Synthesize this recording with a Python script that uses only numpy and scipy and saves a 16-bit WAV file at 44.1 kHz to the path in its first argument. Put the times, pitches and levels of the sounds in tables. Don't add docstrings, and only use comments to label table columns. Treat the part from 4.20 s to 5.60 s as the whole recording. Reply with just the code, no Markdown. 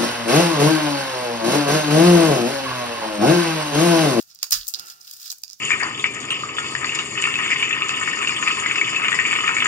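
import sys
import numpy as np
from scipy import signal
from scipy.fft import rfft, irfft, next_fast_len
from scipy.io import wavfile

SR = 44100
rng = np.random.default_rng(int(sys.argv[2]) if len(sys.argv) > 2 else 0)


def pcm_store(signal):
    levels = np.round(np.clip(np.atleast_2d(signal), -1, 1) * 32767)
    wavfile.write(sys.argv[1], SR, levels.astype(np.int16).T)


N = 61739
TIME_S = np.arange(N) / SR
RIGHT_DELAY_S = 0.00035


def from_db(db):
    return 10 ** (np.asarray(db) / 20)


def rms_one(x):
    return x / np.sqrt(np.mean(x ** 2) + 1e-20)


def in_time(rows):
    times_s, *columns = np.transpose(rows)
    return [np.interp(TIME_S, times_s, column) for column in columns]


def band(x, edges_hz, order=2):
    edges = np.sort(np.clip(edges_hz, 10, 0.45 * SR))
    sos = signal.butter(order, edges, "band", fs=SR, output="sos")
    return rms_one(signal.sosfilt(sos, x + 1e-18))


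def colour(x, points):
    size = next_fast_len(2 * N)
    hz, db = np.transpose(points)
    log_hz = np.log(np.fft.rfftfreq(size, 1 / SR) + 1)
    log_gain = np.log(from_db(np.interp(log_hz, np.log(hz), db)))
    cepstrum = irfft(log_gain, size)
    cepstrum[1:size // 2] *= 2
    cepstrum[size // 2 + 1:] = 0
    return irfft(rfft(x, size) * np.exp(rfft(cepstrum)), size)[:N]


def fractures(per_s, spread_db, size):
    port_scatter = 0.51
    strength = from_db(spread_db * np.minimum(rng.exponential(1, size), 5))
    happens = rng.random(size) < per_s / SR
    clicks = strength * rng.choice([-1, 1], size) * happens
    return clicks * (1 + port_scatter * rng.standard_normal((2, size)))


def skin(clicks, knock_hz, knock_db, crack_db, edge_db):
    ring = band(clicks, (4664, 5732)) + from_db(-5.5) * band(clicks, (5230, 7220))
    knock = band(clicks, knock_hz, order=3) + from_db(0.5) * band(clicks, (2426, 3435), order=3)
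    crack = band(clicks, (3330, 4990), order=3)
    edge = band(clicks, (6980, 16500), order=3)
    return ring + from_db(knock_db) * knock - from_db(crack_db) * crack - from_db(edge_db) * edge


def room_floor():
    # pitch_hz [Hz], level_db [relative dB per Hz]
    floor_tone = [(25, -1.5), (70, 2.5), (150, 3), (250, -1), (600, -5.5), (1400, -18.5), (2100, -15),
                  (5000, 3.5), (9000, -3), (15500, -7.5)]
    floor_db = -54
    return from_db(floor_db) * rms_one(colour(rng.standard_normal(N), floor_tone))


def rustle():
    # time_s [s], level_db [dB], edge_db [dB relative to the level]
    rub_curve = [(0, -38.5, 3), (.055, -68.5, 10.5), (.11, -48, -2.5), (.175, -69, -32), (.22, -44.5, -5),
                 (.3, -63, -17), (.41, -45.5, -27), (.465, -48, 10), (.5, -43, 11.5), (.53, -54.5, 12),
                 (.58, -47, -2), (.64, -49, 4.5), (.705, -42, 2.5), (.78, -61, 4.5), (.825, -51, 4.5),
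                 (.9, -44.5, 3.5), (.96, -48.5, 7.5), (1.02, -42, 3), (1.07, -38, 1), (1.095, -41, 0),
                 (1.125, -43, 9), (1.165, -87, 0), (1.26, -65, -1), (1.335, -48, -4), (1.37, -80, 12),
                 (1.4, -49, 5)]
    clicks_per_s, spread_db = 5000, 1
    clumps_per_s, clump_db = 240, 3.3
    hollow_hz, knock_db, crack_db = (1190, 1940), -17.5, -1.5
    level_db, edge_db = in_time(rub_curve)
    random_steps = np.clip(rng.standard_normal(N), -2, 2)
    clumps = np.interp(TIME_S * clumps_per_s, np.arange(N), random_steps)
    clicks = fractures(clicks_per_s, spread_db, N) * from_db(clump_db * clumps)
    return from_db(level_db) * skin(clicks, hollow_hz, knock_db, crack_db, edge_db)


def hand_slide():
    # time_s [s], level_db [dB]
    slide_curve = [(.49, -66.5), (.56, -46.5), (.6, -45), (.63, -45), (.71, -51.5), (.77, -57), (.86, -60),
                   (1.1, -62), (1.2, -94)]
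    # pitch_hz [Hz], width_hz [Hz], level_db [relative dB]
    slide_resonances = [(173, 85, -2.5), (359, 60, -2.5), (560, 230, 0), (778, 59, 1.5), (1354, 61, 8.5),
                        (1680, 190, -2), (2790, 260, 5)]
    noise = np.zeros(N)
    for hz, width, db in slide_resonances:
        edges_hz = (hz - width / 2, hz + width / 2)
        noise += from_db(db) * band(rng.standard_normal(N), edges_hz, order=1)
    return from_db(in_time(slide_curve)[0]) * rms_one(noise)


def snaps():
    # peak_s [s, heard twice RIGHT_DELAY_S earlier], length_ms [ms, width at 61 % height],
    # level_db [dB, rms of the ring over 2 ms], knock_db, crack_db, edge_db [dB relative to the level]
    snap_rows = [(0.0141, 0.44, -45.5, -14, 5, 13.5), (0.0284, 2.1, -46.5, -10, -23, 12.5),
                 (0.1135, 1.5, -39.5, -38, -19, -24), (0.15, 3.3, -40, -38, -36, 5),
                 (0.1588, 3.2, -37, -48, -6.5, -21), (.1898, 1.6, -36.5, -27, -10, -8),
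                 (0.2313, 2.43, -12, -15.5, -7.5, 1), (0.2396, 1.3, -28.5, -19, -26, -16),
                 (0.2439, 0.89, -26.5, -10.5, -38, -3), (0.2686, 1.2, -30, -15.5, -24, -17),
                 (0.3103, 3.3, -26, -13.5, 3, 15), (0.3186, 2, -25.5, -16.5, -25, -8),
                 (0.3237, 4.7, -4.5, -25, -12, -3.5), (0.3305, 1.3, -10.5, -32, -5, 5.5),
                 (0.3414, 0.89, -14, -23, -12, -2), (.4132, 1.8, -38.5, -13, 13.5, -20),
                 (0.433, 0.99, -44, -28, 12, -17), (0.449, 1.7, -42, -20, -27, 2),
                 (.4706, 0.71, -35.5, -47, 4, 6), (.4788, 0.68, -49, -30, -18, -16),
                 (0.4814, 0.99, -30, -45, -11, 16.5), (.4866, 3.9, -26.5, -26, -27, 13),
                 (0.5398, 1.3, -20.5, -23.5, 1, -2.5), (0.5463, 2.1, -18, -44, 3.5, -46),
                 (0.5546, 4, -28, -49, -3, -35), (.559, 4.8, -46, -11, -13, -13),
                 (0.59, 0.88, -34.5, -27, 0, 0), (0.5962, 1, -26, -17.5, -1, -11),
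                 (.598, 4.3, -31.5, -26, -17, 7), (0.6611, 1.2, -46.5, -22, -6, 15.5),
                 (0.6713, 0.99, -34.5, -19, -24, -1), (.6847, 0.67, -33, -20, -29, -26),
                 (0.8136, 7.3, -31.5, -29, -27, -7.5), (0.8771, 1.7, -39, -19, 5.5, -9),
                 (0.9127, 2.3, -34, -40, -4, 6), (0.931, 1.1, -51, -34, 8, 17),
                 (0.9371, 3.6, -33.5, -20, -29, 3.5), (1.1024, 3.3, -19.5, -43, -15, -11),
                 (1.1058, 2.9, -24, -28.5, -2.5, -0.5), (1.1182, 0.91, -28.5, -18, -5.5, 9),
                 (1.127, 4.4, -33, -9.5, -27, 4), (1.1839, 1.1, -46, -21, -20, 8),
                 (1.1864, 1.6, -51, -31, -38, 15.5), (1.22, 0.94, -52, -38, -25, 13),
                 (1.237, 2.7, -21, -20.5, -8, -2.5), (1.246, 0.83, -39.5, -24, -31, -57),
                 (1.2807, 0.69, -31, -55, -32, -15), (1.2956, 1.3, -33.5, -31, -32, -32),
                 (1.3008, 1.3, -28, -35, -26, -11.5), (1.311, 1.8, -35.5, -24, -21, -13),
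                 (1.3217, 1.5, -38, -36, -21, -15), (1.3328, 2.6, -27, -35, -17, -10)]
    clicks_per_s, spread_db = 22000, 2.5
    knock_hz, after_crackle = (389, 1440), 0.06
    half = SR // 50
    ms = np.arange(-half, half) / SR * 1000
    out = np.zeros((2, N + 4 * half))
    for peak_s, length_ms, db, knock_db, crack_db, edge_db in snap_rows:
        swell = np.exp(-2 * (ms / length_ms) ** 2)
        swell += after_crackle * (ms > 0) * np.exp(-np.abs(ms) / (2 * length_ms))
        clicks = fractures(clicks_per_s, spread_db, 2 * half) * swell
        snap = skin(clicks, knock_hz, knock_db, crack_db, edge_db)
        start = int(max(peak_s - RIGHT_DELAY_S * 2, 0) * SR)
        out[:, start:start + 2 * half] += from_db(db) / np.sqrt(20) * snap
    return out[:, half:half + N]


def hand_bumps():
    # start_s [s], pitch_hz [Hz], level_db [dB, height of the swell], rise_s [s]
    bump_rows = [(.322, 75.8, -35.5, 0.012), (.321, 230, -55, 0.0063), (.345, 149.4, -47, .016),
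                 (0.361, 37.2, -40.5, 0.023), (.385, 72.6, -45, 0.0176), (.595, 91.8, -45.5, 0.0029)]
    out = np.zeros(N)
    for start_s, hz, db, rise_s in bump_rows:
        t = np.maximum(TIME_S - start_s, 0)
        swell = t / rise_s * np.exp(1 - t / rise_s)
        out += from_db(db) * swell * np.sin(2 * np.pi * hz * t)
    return out


def tear():
    peak_s, attack_s, level_db, fall_db_per_s = 0.3231, 0.0015, -17.5, 317
    clicks_per_s, spread_db = 23000, 2
    knock_hz, knock_db, crack_db, edge_db = (1125, 1890), -12, 0, 0.5
    t = TIME_S - peak_s
    attack = np.clip(1 + t / attack_s, 0, 1)
    envelope = attack * from_db(level_db - fall_db_per_s * np.maximum(t, 0))
    clicks = fractures(clicks_per_s, spread_db, N)
    return envelope * skin(clicks, knock_hz, knock_db, crack_db, edge_db)


def reflections(x, db, t60_s, delay_s):
    t = np.arange(SR // 2) / SR
    response = rng.standard_normal(len(t)) * from_db(-60 * t / t60_s) * (t > delay_s)
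    return from_db(db) * signal.fftconvolve(x, response / np.linalg.norm(response))[:N]


def scene():
    # pitch_hz [Hz], level_db [dB]
    left_colour = [(150, -7), (600, -12), (1400, -2), (3500, -9), (5200, -16), (6500, -8), (8300, -6),
                   (9500, -7.5), (12000, -4.5), (15500, 1)]
    right_colour = [(150, -8), (600, -12.4), (1400, 2.66), (3500, -5), (5200, -3.35), (6500, 0.6),
                    (8000, -15.5), (9000, -12.5), (11000, -16), (13000, -20.5), (15500, -14)]
    left, right = rustle() + hand_slide() + snaps() + hand_bumps() + tear()
    right = np.pad(right, (int(RIGHT_DELAY_S * SR), 0))[:N]
    ports = []
    for port_colour, direct in ((left_colour, left), (right_colour, right)):
        early = reflections(direct, db=-11, t60_s=0.057, delay_s=0.0065)
        tail = reflections(direct, db=-13, t60_s=0.28, delay_s=0.0084)
        ports.append(colour(direct + early + tail + room_floor(), port_colour))
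    return np.array(ports)


def record(dry):
    rounded = 0.9 * np.tanh(dry / 0.9)
    cutoff_hz = 15850
    low_pass = signal.firwin(255, cutoff_hz, window="blackman", fs=SR)
    return signal.fftconvolve(rounded, low_pass[None], "same")


dry = scene()
out = record(dry)
pcm_store(out)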